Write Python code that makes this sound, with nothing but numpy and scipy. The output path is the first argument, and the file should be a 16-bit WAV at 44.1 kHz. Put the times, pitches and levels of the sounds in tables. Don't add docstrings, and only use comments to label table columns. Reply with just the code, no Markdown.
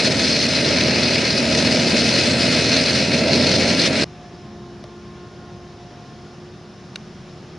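import sys
import numpy as np
from scipy import signal
from scipy.fft import rfft, irfft, next_fast_len
from scipy.io import wavfile
from scipy.ndimage import uniform_filter1d, map_coordinates

SR = 44100
rng = np.random.default_rng(int(sys.argv[2]) if len(sys.argv) > 2 else 0)


def wav_out(sig):
    wavfile.write(sys.argv[1], SR, np.round(np.clip(np.atleast_2d(sig).T, -1, 1) * 32767).astype(np.int16))


N = 334278
T = np.arange(N) / SR
CUT_S = 4.0425

# t/s, rotation rate/Hz
CRANK_SPEED = [(0, 27.25), (.35, 27.2), (.8, 26.9), (1.7, 27.1), (2.2, 27.4), (2.75, 28), (3.05, 28.43),
               (3.35, 28.45), (4.04, 29.4)]
# f/Hz, left minus right/dB
NEAR_PAN = [(60, -0.5), (110, -2), (190, 0), (340, -1.5), (600, -3.0), (1060, -1.5), (1880, 2.5),
            (3330, 1.5), (5920, 1), (10500, 0.5)]
def harvester():
    turns = np.cumsum(curves(CRANK_SPEED)[0]) / SR
    drive = diesel_and_knives(turns, note_db=-5, roar_db=-3, waver_db=2, smear_rad=0.13)
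    crop = chopper(turns, clatter_db=-1.5, hiss_db=-0.67, spray_db=1.5, lump_db=1.1, flutter_db=1.16)
    return placed(ground_reflection(drive + crop, delay_ms=0.451, strength=0.27), NEAR_PAN)

# t/s, level/dB (all table levels are relative)
ENGINE_LOAD = [(0.0, -20), (0.38, -23.0), (0.7, -19.5), (1.38, -22.0), (1.58, -19.0), (3.05, -20.5),
               (3.35, -17.5), (4.04, -21)]
# multiple of crank speed, level/dB
SHAFT_ORDERS = [(1.58, -26.5), (3, -6.5), (4.45, -5.5), (5.04, -4), (5.5, -14), (6, -4), (6.5, -7),
                (7, -14), (7.5, -3.5), (8, -10), (8.5, 0.5), (9.5, -3), (10, -9), (11, -5.5), (12.5, -9),
                (13.5, -10), (16, -9.5), (17, -13.5), (18.5, -7.5), (20.5, -5), (22.5, -9), (23, -9.5),
                (47.1, -10.5), (94.9, -11)]
# f/Hz, level/dB
ROAR_SPECTRUM = [(25, -43), (55, -26), (90, -11), (125, -6), (190, -5), (245, 1.5), (300, -5), (400, -6),
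                 (490, -5), (620, -1.5), (675, -4), (730, -12), (1000, -13.5), (1500, -70)]
# f/Hz, coherence
NEAR_COHERENCE = [(60, .97), (200, .985), (600, .93), (1100, .87), (2400, .9), (5200, .91), (7500, .45),
                  (10500, .6)]
def diesel_and_knives(turns, note_db, roar_db, waver_db, smear_rad):
    load_db, = curves(ENGINE_LOAD)
    note = 0
    for order, db in SHAFT_ORDERS:
        gain = amp(db + waver_db * wobble(5.01))
        note += gain * np.sin(2 * np.pi * (order * turns + rng.random()) + smear_rad * wobble(7))
    roar = rush(ROAR_SPECTRUM, NEAR_COHERENCE, patchy_db=1)
    roar *= throb(turns, firing=0.15, uneven=0.06, cycle=0.041)
    return amp(load_db) * (amp(note_db) * unit(note) + amp(roar_db) * roar)

def throb(turns, firing, uneven, cycle):
    angle = 2 * np.pi * turns
    fire = 3 * angle
    return unit(1 + firing * np.cos(fire) + uneven * np.cos(fire / 2) + cycle * np.cos(angle / 2))

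# t/s, level/dB
CLATTER_LEVEL = [(0.0, -24), (0.5, -26.5), (0.75, -23.5), (1.35, -25.5), (2.6, -24), (3.15, -26.0),
                 (3.8, -24.5), (4.04, -24)]
FEED_LEVEL = [(0.0, -22.5), (0.38, -21.0), (0.55, -23), (0.75, -22.5), (1.5, -24), (2.22, -20.5),
              (2.4, -23), (2.58, -21.5), (3.0, -22), (3.15, -25), (3.55, -21.0), (4.04, -24.5)]
SPRAY_LEVEL = [(0.0, -39), (0.9, -44), (2.25, -38), (3.25, -43), (4.04, -39.5)]
# f/Hz, level/dB
CLATTER_SPECTRUM = [(600, -24), (1050, -9.5), (1350, -2.5), (2000, -2), (2700, -1.5), (3300, -4.5),
                    (4000, -5), (5500, -38)]
HISS_SPECTRUM = [(2400, -25), (3300, -5), (3850, -5.5), (4100, -0.5), (4650, -3), (5250, 1.5), (5700, -4.5),
                 (6250, -7.5), (6550, -20.5), (7500, -33), (9000, -38)]
SPRAY_SPECTRUM = [(5000, -33), (6700, -1), (7700, 4), (8500, -1), (9700, -2.5), (11000, -11.5)]
# t/s, duration/s, rise in hiss/dB
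CROP_WADS = [(.066, 0.04, 4), (.116, 0.034, 5.5), (.558, .025, 3), (.776, .03, 3), (1.148, 0.051, 3),
             (1.22, .025, 4), (1.374, 0.046, 6), (1.59, 0.041, 6), (1.667, .03, 3), (2.115, 0.021, 0.5),
             (2.957, 0.022, 4), (3.71, .03, 2), (3.816, 0.025, 2), (3.868, 0.035, 5)]
# t/s, duration/s, drop in hiss/dB
CROP_GAPS = [(.098, .015, 5), (.474, .03, 4), (.63, 0.031, 3), (1.42, 0.023, 0.5), (1.633, 0.043, 3),
             (3.107, 0.048, 3.5), (3.655, .035, 3.5), (3.753, .04, 1), (3.916, .07, 4.5)]
def chopper(turns, clatter_db, hiss_db, spray_db, lump_db, flutter_db):
    chop_db, = curves(CLATTER_LEVEL)
    feed_db, = curves(FEED_LEVEL)
    fine_db, = curves(SPRAY_LEVEL)
    packing = wobble(30.06)
    packing -= 0.44 * (packing ** 2 - 1)
    surge_db = lump_db * packing + flutter_db * wobble(100) + bumps(CROP_WADS) - bumps(CROP_GAPS)
    clatter_gain = amp(chop_db + clatter_db + 0.49 * surge_db + 0.81 * wobble(24.91))
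    clatter = clatter_gain * rush(CLATTER_SPECTRUM, NEAR_COHERENCE, patchy_db=0.5)
    hiss = amp(feed_db + hiss_db + surge_db) * rush(HISS_SPECTRUM, NEAR_COHERENCE, patchy_db=1.5)
    spray_gain = amp(fine_db + spray_db + 0.66 * surge_db)
    spray = spray_gain * rush(SPRAY_SPECTRUM, NEAR_COHERENCE, patchy_db=1.5)
    flow = crackle(rate_hz=1200, share=0.2, decay_s=0.00046)
    flow *= throb(turns, firing=0.12, uneven=0.075, cycle=0.023)
    return filtered((clatter + hiss + spray) * flow, housing)

def crackle(rate_hz, share, decay_s):
    hits = (rng.random(N) < rate_hz / SR) * rng.exponential(size=N)
    power = signal.lfilter([1], [1, -np.exp(-1 / (decay_s * SR))], hits)
    return np.sqrt(1 - share + share * power / power.mean())

# f/Hz, bandwidth/Hz, level/dB
PANEL_MODES = [(555, 14, -4), (930, 19, -5), (1400, 21, -7), (1596, 13, -1.5), (1910, 34, -12),
               (2085, 44, -3.5), (2250, 79, -6.5), (2538, 56, 1.5), (2890, 58, -3.5), (3540, 79, -6.5),
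               (4040, 50, -12), (4270, 52, -1.5), (5260, 56, -13), (6770, 90, -1)]
def housing(hz):
    return 1 + sum(amp(db) * 1j * hz * width / (centre ** 2 - hz ** 2 + 1j * hz * width)
                   for centre, width, db in PANEL_MODES)

def ground_reflection(x, delay_ms, strength, shimmer=0.0075):
    late = np.arange(N) - delay_ms * (1 + shimmer * wobble(18)) * SR / 1000
    return x + strength * np.array([map_coordinates(side, [late], order=3) for side in x])

# t/s, f/Hz
KNIFE_RATE = [(4.05, 358), (4.7, 351), (5.2, 356), (5.9, 353.8), (6.3, 355.7), (7.58, 360)]
# t/s, fundamental level/dB, octave level/dB, overtone level/dB
WHINE_LEVELS = [(4.05, -54, -57, -62.5), (4.2, -53, -48, -70), (4.5, -45.5, -54, -56),
                (4.8, -44.5, -52, -60.5), (5.0, -44, -57, -57), (5.4, -45, -54, -51.5),
                (5.8, -47.5, -51, -61), (6.05, -56.5, -47.5, -55), (6.4, -46, -60, -64),
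                (6.65, -48, -59.5, -62.5), (7.0, -47.5, -60.5, -61.0), (7.58, -47.5, -62, -65.5)]
# harmonic number, level/dB
KNIFE_OVERTONES = [(3, -0.5), (4, -6), (5, -13)]
def drum_whine(flutter_rad, fade_db, high_fade_db):
    angle = 2 * np.pi * np.cumsum(curves(KNIFE_RATE)[0]) / SR + flutter_rad * wobble(15)
    tone_db, octave_db, high_db = curves(WHINE_LEVELS)
    low = sum(amp(db + fade_db * wobble(12)) * np.sin(k * angle)
              for k, db in [(1, tone_db), (2, octave_db)])
    high = sum(amp(high_db + db + high_fade_db * wobble(11)) * np.sin(k * angle)
               for k, db in KNIFE_OVERTONES)
    return np.sqrt(2) * (low + high)

# f/Hz, starting level/dB, final level/dB
DRONE_PARTIALS = [(40.3, -60, -62), (61, -49, -65), (79.6, -53, -54.5), (94, -62, -61), (119.5, -70, -57),
                  (136, -56, -57), (159, -52, -49.5), (190.4, -58, -48.5), (207, -62, -61),
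                  (213.7, -47, -53), (253, -56, -57), (1166, -66, -66), (1230, -71, -68), (1470, -74, -74),
                  (1740, -66, -69), (3730, -72, -73)]
# f/Hz, level/dB
RUMBLE_SPECTRUM = [(25, -33), (45, -20), (70, -9.5), (130, 0.5), (200, -3), (260, -9), (400, -8),
                   (500, -14.5), (650, -13), (950, -18.5), (1200, -20), (2000, -27.5), (3500, -61)]
# f/Hz, coherence
FAR_COHERENCE = [(60, 0.94), (140, 0.99), (340, 0.96), (790, 0.94), (1880, 0.82), (4440, 0.93),
                 (10500, 0.27)]
def far_engines(rumble_db, drone_db, waver_db):
    drone = 0
    for hz, first_db, last_db in DRONE_PARTIALS:
        level_db = np.interp(T, [CUT_S, T[-1]], [first_db, last_db]) + waver_db * wobble(4.4)
        drone += amp(level_db) * np.sin(2 * np.pi * hz * T + 0.8 * wobble(6))
    rumble = amp(rumble_db + 0.36 * wobble(3.97)) * rush(RUMBLE_SPECTRUM, FAR_COHERENCE, patchy_db=0.8)
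    return amp(drone_db) * drone + rumble

# t/s, snap level/dB, knock level/dB
CLICK_EVENTS = [(4.8405, -32, -28.5), (6.9590, -15.5, -37)]
# f/Hz, level/dB, T60/s
SNAP_MODES = [(1454, -11, 0.015), (2330, -9.5, 0.016), (2800, -7.5, 0.013), (3820, -6, .01),
              (4400, -2, 0.0064), (5230, -13, 0.01), (6180, -9, .008), (10200, -20, 0.0067)]
KNOCK_MODES = [(610, 0, .04), (1200, -9, .02), (1750, -14, .02), (5350, -12, .012)]
def clicks(lead_db, lead_s, crack_db):
    out = np.zeros(N + SR)
    t = np.arange(SR // 20) / SR
    crack_gain = amp(crack_db - 60 * t / 0.012)
    def snap():
        return ring(SNAP_MODES, t, attack_s=0.00032) + crack_gain * rng.standard_normal(len(t))
    for s, snap_db, knock_db in CLICK_EVENTS:
        out[round((s - lead_s) * SR):][:len(t)] += amp(snap_db + lead_db) * snap()
        click = amp(snap_db) * snap() + amp(knock_db) * ring(KNOCK_MODES, t, attack_s=0.00033)
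        out[round(s * SR):][:len(t)] += click
    return out[:N]

def ring(modes, t, attack_s):
    ringing = sum(amp(db - 60 * t / t60) * np.sin(2 * np.pi * (hz * t + rng.random()))
                  for hz, db, t60 in modes)
    return ringing * (1 - np.exp(-t / attack_s))

# f/Hz, level/dB
RUSTLE_SPECTRUM = [(700, -13), (1600, -0.5), (3000, 1), (4700, -1.5), (5350, 2.5), (5700, -2), (6200, -4),
                   (6500, -7.5), (7000, -8.5), (7700, -21.5), (8600, -19), (11000, -21.5)]
def maize_rustle(level_db):
    return amp(level_db + 0.54 * wobble(3)) * rush(RUSTLE_SPECTRUM, FAR_COHERENCE, patchy_db=1)

# f/Hz, left minus right/dB
FAR_PAN = [(60, 0.5), (140, 0.65), (340, 0.0), (790, -1.5), (1880, 1.0), (4440, 1.0), (10500, 0.0)]
def across_field():
    rustle = maize_rustle(level_db=-51.5)
    engines = far_engines(rumble_db=-41, drone_db=1.5, waver_db=3.5)
    whine = drum_whine(flutter_rad=0.05, fade_db=1.5, high_fade_db=3)
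    return placed(engines + whine + rustle + clicks(lead_db=-6, lead_s=0.0015, crack_db=-17), FAR_PAN)

def rush(spectrum, coherence, patchy_db):
    bins = signal.stft(rng.standard_normal((2, N)), nperseg=512)[2]
    patches = rng.standard_normal(bins.shape[1:])
    for axis in (0, 1):
        patches = uniform_filter1d(patches, size=7, axis=axis)
    pair = signal.istft(bins * amp(patchy_db * unit(patches)), nperseg=512)[1][:, :N]
    def response(hz):
        spread = np.arccos(np.clip(along(coherence, hz), -1, 1)) / 2
        roll_off = np.maximum(hz / spectrum[-1][0], 1) ** 2
        return amp(along(spectrum, hz)) / roll_off * np.array([np.cos(spread), np.sin(spread)])
    mid, side = filtered(pair, response)
    return unit(np.array([mid + side, mid - side]))

def placed(x, balance):
    return filtered(x, lambda hz: amp(np.outer([.5, -.5], along(balance, hz))))

def filtered(x, response):
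    size = next_fast_len(N + 8192)
    return irfft(rfft(x, size) * response(np.fft.rfftfreq(size, 1 / SR)), size)[..., :N]

def wobble(rate_hz):
    knots = rng.standard_normal(int(N * rate_hz / SR) + 4)
    coarse = map_coordinates(knots, [T[::32] * rate_hz], mode="nearest")
    return np.interp(T, T[::32], coarse)

def bumps(events):
    return sum(db * np.maximum(1 - (2 * (T - s) / length) ** 2, 0) for s, length, db in events)

def curves(rows):
    times, *columns = np.transpose(rows)
    return [np.interp(T, times, column) for column in columns]

def along(points, hz):
    freqs, values = np.transpose(points)
    return np.interp(np.log(hz + 1), np.log(freqs + 1), values)

def amp(db):
    return 10 ** (np.asarray(db) / 20)

def unit(x):
    return x / np.sqrt(np.mean(x ** 2) + 1e-20)

def scene():
    return np.where(T < CUT_S, harvester(), across_field())

def record(dry):
    low_hz, top_hz = 36, 11080
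    high_passed = filtered(dry, lambda hz: hz ** 2 / np.sqrt(hz ** 4 + low_hz ** 4))
    return filtered(high_passed, lambda hz: np.clip((top_hz - hz) / 100 + .5, 0, 1))

dry = scene()
out = record(dry)
wav_out(out)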